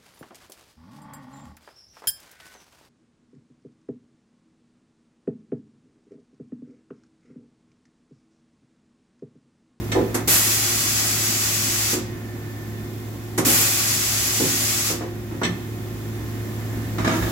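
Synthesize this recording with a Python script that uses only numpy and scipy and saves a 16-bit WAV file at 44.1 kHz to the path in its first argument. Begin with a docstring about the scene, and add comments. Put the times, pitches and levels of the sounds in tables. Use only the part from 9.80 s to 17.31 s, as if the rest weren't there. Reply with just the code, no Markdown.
"""A workshop, with a hand-held stereo microphone close to a machining centre as it changes tools.
A hydraulic pump hums and whines throughout; the steel arm clunks against its stops and shakes the
cabinet. Twice a valve opens and compressed air blasts through the spindle taper.
At the end the carriage rattles home, squeaking on its rails."""
import sys
import numpy as np
from scipy import signal
from scipy.fft import rfft, irfft, next_fast_len
from scipy.io import wavfile
from scipy.ndimage import map_coordinates

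SR = 44100
rng = np.random.default_rng(int(sys.argv[2]) if len(sys.argv) > 2 else 0)


def pcm_store(signal):
    """Save signal as 16-bit PCM."""
    levels = np.round(np.clip(np.atleast_2d(signal), -1, 1) * 32767)
    wavfile.write(sys.argv[1], SR, levels.astype(np.int16).T)


N = 331191


def amp(db):
    """Decibels to gain."""
    return 10 ** (np.asarray(db) / 20)


def unit(x):
    """Scale to rms 1."""
    return x / np.sqrt(np.mean(x ** 2) + 1e-20)


def along(points, hz):
    """Read (Hz, value) points on a log axis."""
    f, v = np.transpose(points)
    return np.interp(np.log(hz + 1), np.log(f + 1), v)


def wobble(rate):
    """A smooth random curve, rate knots a second."""
    knots = rng.standard_normal(1000)
    return map_coordinates(knots, [np.arange(N) * rate / SR], mode="wrap")


def filtered(x, response):
    """Shape x by a gain that depends on frequency."""
    n = x.shape[-1]
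    m = next_fast_len(n + 4096)
    return irfft(rfft(x, m) * response(np.fft.rfftfreq(m, 1 / SR)), m)[..., :n]


def add(track, s, sound):
    """Mix a sound into a track at time s."""
    part = track[:, round(s * SR):][:, :sound.shape[-1]]
    part += sound[..., :part.shape[-1]]


# The two sides of the microphone. Each row: frequency in Hz, left-right likeness from 0 to 1.
LIKENESS = [(60, 0.96), (130, 0.96), (290, 0.87), (640, 0.65), (1410, 0.015), (3100, 0)]

def stereo_angle(hz):
    """Half the phase gap between left and right, in radians."""
    return np.arccos(np.clip(along(LIKENESS, hz), -1, 1)) / 2


def spread(pair):
    """Two unrelated signals become left and right: alike in the bass, unrelated in the treble."""
    mid, side = filtered(pair, lambda hz: np.array([np.cos(stereo_angle(hz)), np.sin(stereo_angle(hz))]))
    return np.array([mid + side, mid - side])


def noise(colour_db, size=N):
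    """Stereo noise of rms 1 with a colour given in dB by frequency."""
    white = rng.standard_normal((2, size))
    return unit(spread(filtered(white, lambda hz: amp(colour_db(hz)))))


def tones(hz, overtones, drift, flutter_db):
    """Overtones of a drifting pitch; each flutters and reaches left and right in its own phase."""
    phase = 2 * np.pi * np.cumsum(hz * (1 + drift * wobble(5))) / SR
    out = np.zeros((2, N))
    for multiple, db in overtones:
        apart = stereo_angle(multiple * hz)
        start = rng.uniform(0, 2 * np.pi) + np.array([[apart], [-apart]])
        out += amp(db + flutter_db * wobble(13)) * np.sin(round(multiple) * phase + start)
    return np.sqrt(2) * out


# The background at the microphone. Each row: time in seconds, swell from 0 to 1.
BACKGROUND_SWELL = [(0, 0.7), (.2, 1), (.5, 0.04), (5.7, 0.06), (7.2, 0.86), (7.5, 1)]

def background_level():
    """Hum, rumble and hiss are louder at the start, sink, then swell toward the end."""
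    times, swell = np.transpose(BACKGROUND_SWELL)
    return np.interp(np.arange(N) / SR, times, swell)


# Motor, gears and fan from close by. Each row: multiple of the fundamental, relative level in dB.
HUM_OVERTONES = [(1, -1), (2, -12.5), (3, -34)]
GEAR_OVERTONES = [(1, -1), (2, -15.5), (3, -18), (4, -26), (6, -19), (7, -22), (9, -33), (10, -23.5)]
FAN_OVERTONES = [(1, -7), (2, -13.5), (4, -37), (5, -16)]
# Load on the pump as the arm drops, swings, lifts and rolls home. Each row: start and end in seconds.
LOAD_STROKES = [(.6, 2.1), (2.28, 2.99), (3.8, 5.1), (6.25, 7.1)]
# Oil whirring through the valve under load. Each row: frequency in Hz, relative level in dB.
OIL_SPECTRUM = [(900, -30), (1500, -5), (1800, 1), (2150, -1.5), (2500, -16), (4000, -33)]
HUM_HZ, GEAR_HZ, FAN_HZ = 108.4, 354.1, 380.3
RASP_IDLE_DB, RASP_LOAD_DB, LOAD_RAMP_S = -58, -51.5, 0.12

def pump():
    """The motor hums, gears and cooling fan whine; load adds rasp and oil whirr."""
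    t, swell = np.arange(N) / SR, background_level()
    hum_db = -33.5 + 5.5 * swell
    whine_db = -42.5 + 3.5 * swell
    hum = amp(hum_db) * tones(HUM_HZ, HUM_OVERTONES, drift=0.0048, flutter_db=0.93)
    gears = amp(whine_db) * tones(GEAR_HZ, GEAR_OVERTONES, drift=0.00111, flutter_db=2)
    fan = amp(whine_db - 4.5) * tones(FAN_HZ, FAN_OVERTONES, drift=0.00104, flutter_db=3.5)
    ramp = lambda s: np.clip((t - s) / LOAD_RAMP_S, 0, 1)
    load = sum(ramp(start) - ramp(end) for start, end in LOAD_STROKES)
    # under load the gears' fifth overtone stands out, blurred into a narrow rasp
    fifth = tones(GEAR_HZ, [(5, 0)], drift=.001, flutter_db=1.5)
    rasp_db = RASP_IDLE_DB + (RASP_LOAD_DB - RASP_IDLE_DB) * load
    rasp = amp(rasp_db) * unit(fifth * (1 + 0.55 * wobble(120)))
    whirr = amp(-55.5) * load * noise(lambda hz: along(OIL_SPECTRUM, hz))
    return hum + gears + fan + rasp + whirr


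# Machinery around the microphone. Each row: frequency in Hz, relative level in dB.
RUMBLE_SPECTRUM = [(20, -28), (40, -5.5), (62, 5), (90, -1), (150, 3.5), (190, -2), (245, 3.5), (330, 0.5),
                   (430, -7), (600, -12), (900, -15), (2000, -18), (3000, -25), (8000, -49)]

def rumble():
    """The machinery rumbles, louder at the start and the end."""
    level_db = -36.5 + 5.5 * background_level() + 0.18 * wobble(9)
    return amp(level_db) * noise(lambda hz: along(RUMBLE_SPECTRUM, hz))


def panels(x, share, reach_s, count=12):
    """Nearby sheet metal sends weak early copies to the microphone and combs the spectrum."""
    echoes = np.zeros((2, SR // 10))
    for side in echoes:
        delays = rng.uniform(.001, reach_s, count)
        side[(delays * SR).astype(int)] = share * rng.choice([-1, 1], count) / np.sqrt(count)
    echoes[:, 0] = 1
    return signal.fftconvolve(x, echoes, axes=1)[:, :N] / np.sqrt(1 + share ** 2)


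# Hiss of the air line. Each row: frequency in Hz, relative level in dB.
LEAK_SPECTRUM = [(500, -6), (1500, -11), (3500, 1.5), (4300, 0), (7400, 0.5), (8700, -6), (9600, -5),
                 (11000, 0), (13500, -0.5), (15500, 1.5)]
HISS_DIP_DB, HISS_RECOVER_S = 4, 0.32
VENT_S, VENT_RISE_S, VENT_DB = 7.32, .04, -34.5

def air_leak():
    """The air line leaks throughout; at home the carriage's cylinder vents softly."""
    t = np.arange(N) / SR
    # the background hiss dips with each blast and swells back afterwards
    dip = sum((t > opens) * np.exp(-np.maximum(t - shuts, 0) / HISS_RECOVER_S)
              for opens, _, shuts, *_ in AIR_BLASTS)
    leak = amp(-44.5 + 4.3 * background_level() - HISS_DIP_DB * dip)
    vent = amp(VENT_DB) * np.clip((t - VENT_S) / VENT_RISE_S, 0, 1)
    hiss = np.hypot(leak, vent) * noise(lambda hz: along(LEAK_SPECTRUM, hz))
    return panels(hiss, share=0.43, reach_s=0.012)


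# The workshop around the machine. Each row: frequency in Hz, time to fall 60 dB in seconds.
WORKSHOP_DECAY = [(100, 0.98), (500, 0.56), (2000, 0.82), (6000, 0.49), (15000, 0.076)]

def room(x, wet_db):
    """Add the workshop's answer, which dies sooner in the treble."""
    hz, t, spectrum = signal.stft(rng.standard_normal((2, SR // 2)), SR, nperseg=256)
    decay = amp(-60 * t / along(WORKSHOP_DECAY, hz)[:, None])
    tail = spread(signal.istft(spectrum * decay, SR, nperseg=256)[1])
    answer = signal.fftconvolve(x, tail / np.linalg.norm(tail[0]), axes=1)[:, :x.shape[-1]]
    return x + amp(wet_db) * answer


# The cabinet's modes. Each row: frequency in Hz, relative level in dB, time to fall 60 dB in seconds.
CABINET_MODES = [(40, -4, 0.2), (72, 14.5, 0.24), (121, 3, 0.55), (174, 4, 0.24), (240.6, -0.5, 0.25),
                 (275.4, 1, 0.16), (323.2, -1, 0.34), (350.6, -4.5, 0.4), (387.6, -4.5, 0.26),
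                 (431, -6, 0.18), (465, -2.5, 0.21), (531.6, -5.5, 0.32), (644, -11, 0.22),
                 (732, -3.5, 0.24), (857, -5.5, 0.26), (997, -4.5, 0.3)]

def cabinet_thud(t, centre_hz, scatter_db=2.5, detune=0.019):
    """The place of a blow picks the modes near centre_hz, a little differently each time."""
    hz, db, t60 = np.transpose(CABINET_MODES)[:, :, None]
    size, turn, skew, shift = rng.standard_normal((4, len(CABINET_MODES), 1))
    gain = amp(db - 9 * np.log2(hz / centre_hz) ** 2 + scatter_db * size)
    apart = np.sign(skew) * stereo_angle(hz)
    fading = gain * amp(-60 * t / t60) / np.sqrt(np.sum(gain ** 2) / 2)
    phase = 2 * np.pi * hz * (1 + detune * shift) * t + np.pi * turn
    return np.array([np.sum(fading * np.sin(phase + side * apart), axis=0) for side in (1, -1)])


def clang(clusters, t, t60, damping=0.24):
    """Close modes in steel beat against each other as they fade; the high ones die first."""
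    grid = np.fft.rfftfreq(len(t), 1 / SR)
    strike = rfft(rng.standard_normal((2, len(t))))
    out, power = np.zeros((2, len(t))), 0
    for hz, width, db in clusters:
        band = amp(db) * irfft(strike / (1 + (2 * (grid - hz) / width) ** 2), len(t))
        power += np.mean(band ** 2)
        out += band * amp(-60 * t / t60 * (hz / 2000) ** damping)
    return out / np.sqrt(power)


# Loose parts clashing close by. Each row: frequency in Hz, relative level in dB.
CLASH_SPECTRUM = [(150, -40), (500, 1), (1100, 3.5), (2000, 1.5), (3200, -7.5), (4200, -5.5), (6700, 2),
                  (9000, -1), (12800, 3), (15500, -18)]

def knocks(blows, clusters, attack_s, t60):
    """Each blow thuds in the cabinet, clashes in loose parts and rings the steel that was struck."""
    out, t = np.zeros((2, N)), np.arange(SR // 2) / SR
    for s, thud_db, thud_hz, clash_db, corner_hz, ring_db in blows:
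        swell = 1 - np.exp(-t / np.hypot(attack_s, .002))  # heavy panels take a moment to move
        thud = amp(thud_db) * cabinet_thud(t, thud_hz) * swell
        # softer contact leaves out the treble of the clash
        colour_db = lambda hz: along(CLASH_SPECTRUM, hz) - 10 * np.log10(1 + (hz / corner_hz) ** 4)
        clash = amp(clash_db) * noise(colour_db, len(t)) * amp(-60 * t / t60)
        steel = amp(ring_db) * clang(clusters, t, t60)
        metal = (clash + steel) * (1 - np.exp(-t / attack_s))
        add(out, s, room(thud, wet_db=-9.5) + room(metal, wet_db=-13.0))
    return out


# Mode clusters of the steel arm. Each row: centre in Hz, width in Hz, relative level in dB.
ARM_CLUSTERS = [(1210, 100, 0.5), (1782, 70, 9), (2100, 230, 1.5), (2580, 200, 1.5), (3080, 110, 3),
                (3430, 190, 0), (3736, 66, 3), (4220, 320, -2), (5800, 680, -3), (7840, 770, -6)]
# Bare steel on steel. 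Each row: start in seconds, clash level in dB, treble corner in Hz, ring in dB.
STEEL_SNAPS = [(.117, -25, 5000, -23), (.343, -19.5, 12500, -40), (0.475, -23.5, 9000, -50),
               (3.577, -17, 10900, -32), (3.650, -27, 9000, -50), (5.614, -21, 1170, -39),
               (5.632, -40, 1500, -20), (5.647, -28.5, 4000, -22)]

def clacks(thud_hz=292):
    """Grippers, latches and the air valve snap home in single bright blows."""
    blows = [(s, db - 1, thud_hz, db, corner_hz, ring_db) for s, db, corner_hz, ring_db in STEEL_SNAPS]
    return knocks(blows, ARM_CLUSTERS, attack_s=0.0026, t60=0.17)


# Heavy arrivals. Each row: start in seconds, thud level in dB, thud centre in Hz, clash level in dB.
STOP_HITS = [(.150, -12, 520, -26), (.349, -24, 368, -25), (2.128, -21.5, 346, -29), (3.588, -18, 370, -26),
             (3.662, -17.5, 363, -30), (4.598, -15.5, 335, -33), (5.097, -24, 400, -29),
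             (5.204, -26, 480, -33), (5.507, -28, 306, -39), (5.655, -23.5, 225, -34),
             (7.408, -17.5, 72, -39)]
REBOUND_S, REBOUND_SHRINK = .031, .75  # first flight off a stop; each flight over the one before

def stops(contacts=3, corner_hz=1430):
    """Arm or carriage hits a cushioned stop and rebounds, each contact sooner, softer and deeper."""
    blows = []
    for s, thud_db, thud_hz, clash_db in STOP_HITS:
        for k in range(contacts):
            contact_db = clash_db - 6 * k
            ring_db = contact_db - 9
            blows.append((s, thud_db - 4.5 * k, thud_hz * 0.85 ** k, contact_db, corner_hz, ring_db))
            s += REBOUND_S * REBOUND_SHRINK ** k
    return knocks(blows, ARM_CLUSTERS, attack_s=0.0061, t60=0.2)


# Air through the spindle taper, close to the microphone. Each row: valve opening, start of the surge's
# fade and valve shutting in seconds, jet and surge levels in dB, sag of the jet in dB per second.
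AIR_BLASTS = [(0.474, .54, 2.136, -20, -15, 0.87), (3.648, 3.76, 5.11, -20, -17, 1)]
# Colours of the jet and the surge. Each row: frequency in Hz, relative level in dB.
JET_SPECTRUM = [(100, -33), (400, -14.5), (730, -5.5), (900, -11), (1250, -3), (1600, -4.5), (2100, -2),
                (4000, -2), (5300, 1.5), (7300, 2.5), (8900, -4.5), (11500, 0), (13500, -4), (16000, -3.5)]
SURGE_SPECTRUM = [(200, -10), (900, -5.5), (2000, -2.5), (5500, -4.5), (7300, 2), (9000, -2.5), (11500, 3),
                  (13500, 0.5), (16000, -3.5)]
# Cavity resonances that colour the jet. Each row: centre in Hz, width in Hz, boost in dB.
CAVITY_PEAKS = [(1136, 20, 11.5), (2060, 180, 3), (4640, 60, 2.5), (6100, 120, 0.5), (6440, 90, 3),
                (7040, 48, 9), (7800, 80, 8)]

def air_blasts(open_s=.002, shut_db_per_s=260, fade_db_per_s=59):
    """The valve dumps the line's pressure in a bright surge, then a steady jet blows until it shuts."""
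    t = np.arange(N) / SR
    flow, burst = np.zeros(N), np.zeros(N)
    for opens, fades, shuts, jet_db, surge_db, sag in AIR_BLASTS:
        age = np.maximum(t - opens, 0)
        valve = (1 - np.exp(-age / open_s)) * amp(-shut_db_per_s * np.maximum(t - shuts, 0))
        swell = 1 - .5 * np.exp(-age / 0.019)
        flow += valve * amp(jet_db - sag * age)
        burst += valve * swell * amp(surge_db - fade_db_per_s * np.maximum(t - fades, 0))
    cavity_db = lambda hz: sum(db / (1 + (2 * (hz - centre) / width) ** 2)
                               for centre, width, db in CAVITY_PEAKS)
    jet = flow * noise(lambda hz: along(JET_SPECTRUM, hz) + cavity_db(hz))
    surge = burst * noise(lambda hz: along(SURGE_SPECTRUM, hz))
    turbulence = amp(0.48 * wobble(30))
    return room(panels(turbulence * (jet + surge), share=0.49, reach_s=.02), wet_db=-12.5)


# The carriage jolts at the end of its rails. 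Each row: start in seconds, clash level in dB.
JOLTS = [(7.182, -28.5), (7.245, -24), (7.274, -23), (7.321, -31.5), (7.364, -35), (7.422, -30),
         (7.461, -36.5)]
# Mode clusters of the carriage. Each row: centre in Hz, width in Hz, relative level in dB.
CARRIAGE_CLUSTERS = [(650, 34, 9.5), (940, 35, 2.5), (1220, 44, 4), (1360, 30, 4), (1690, 59, 5),
                     (1776, 36, 3), (2250, 45, 0), (3090, 100, -4), (3740, 390, -6), (5220, 40, -10),
                     (6540, 50, -10), (7400, 260, -11)]
CHATTER_S, CHATTER_DB = .021, -7.5  # typical gap and relative level of the contacts after a jolt

def rattle(count=3, thud_hz=270, corner_hz=3140):
    """Each jolt of the carriage sets its loose parts chattering at uneven gaps."""
    contacts = list(JOLTS)
    for s, db in JOLTS:
        gaps, sizes = rng.standard_normal((2, count))
        times = s + np.cumsum(CHATTER_S * np.exp(.3 * gaps))
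        contacts += zip(times, db + CHATTER_DB + 1.5 * sizes)
    blows = [(s, db + 2.5, thud_hz, db, corner_hz, db - 3) for s, db in contacts]
    return knocks(blows, CARRIAGE_CLUSTERS, attack_s=0.0013, t60=0.28)


# Squeaks from the rails. Each row: start and end in seconds, pitch in Hz, level in dB.
RAIL_SQUEAKS = [(7.19, 7.278, 5080, -44), (7.32, 7.40, 6160, -41), (7.30, 7.44, 1690, -39.5)]

def squeaks():
    """The braking carriage rubs on its rails: brief, unsteady squeaks."""
    t, out = np.arange(N) / SR, np.zeros((2, N))
    for start, end, hz, db in RAIL_SQUEAKS:
        progress = np.clip((t - start) / (end - start), 0, 1)
        rub = np.sqrt(np.abs(np.sin(np.pi * progress)))
        tone = tones(hz, [(1, 0)], drift=0.00298, flutter_db=4.0)
        out += amp(db) * rub * tone * (1 + .5 * wobble(120))
    return room(out, wet_db=-9)


# The balance at the microphone. Each row: frequency in Hz, left minus right in dB.
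BALANCE = [(60, 0), (300, -2.5), (700, 0.5), (1300, -3.5), (2400, -2), (4400, 0.5), (15000, 1)]

def scene():
    """The whole machine from close by, a little stronger on the right in the bass and middle."""
    left, right = pump() + rumble() + air_leak() + air_blasts() + stops() + clacks() + rattle() + squeaks()
    return np.array([filtered(left, lambda hz: amp(along(BALANCE, hz) / 2)),
                     filtered(right, lambda hz: amp(-along(BALANCE, hz) / 2))])


TOP_HZ = 15850

def record(dry):
    """The hand-held recorder keeps nothing above its band limit."""
    return filtered(dry, lambda hz: hz < TOP_HZ)


dry = scene()
out = record(dry)
pcm_store(out)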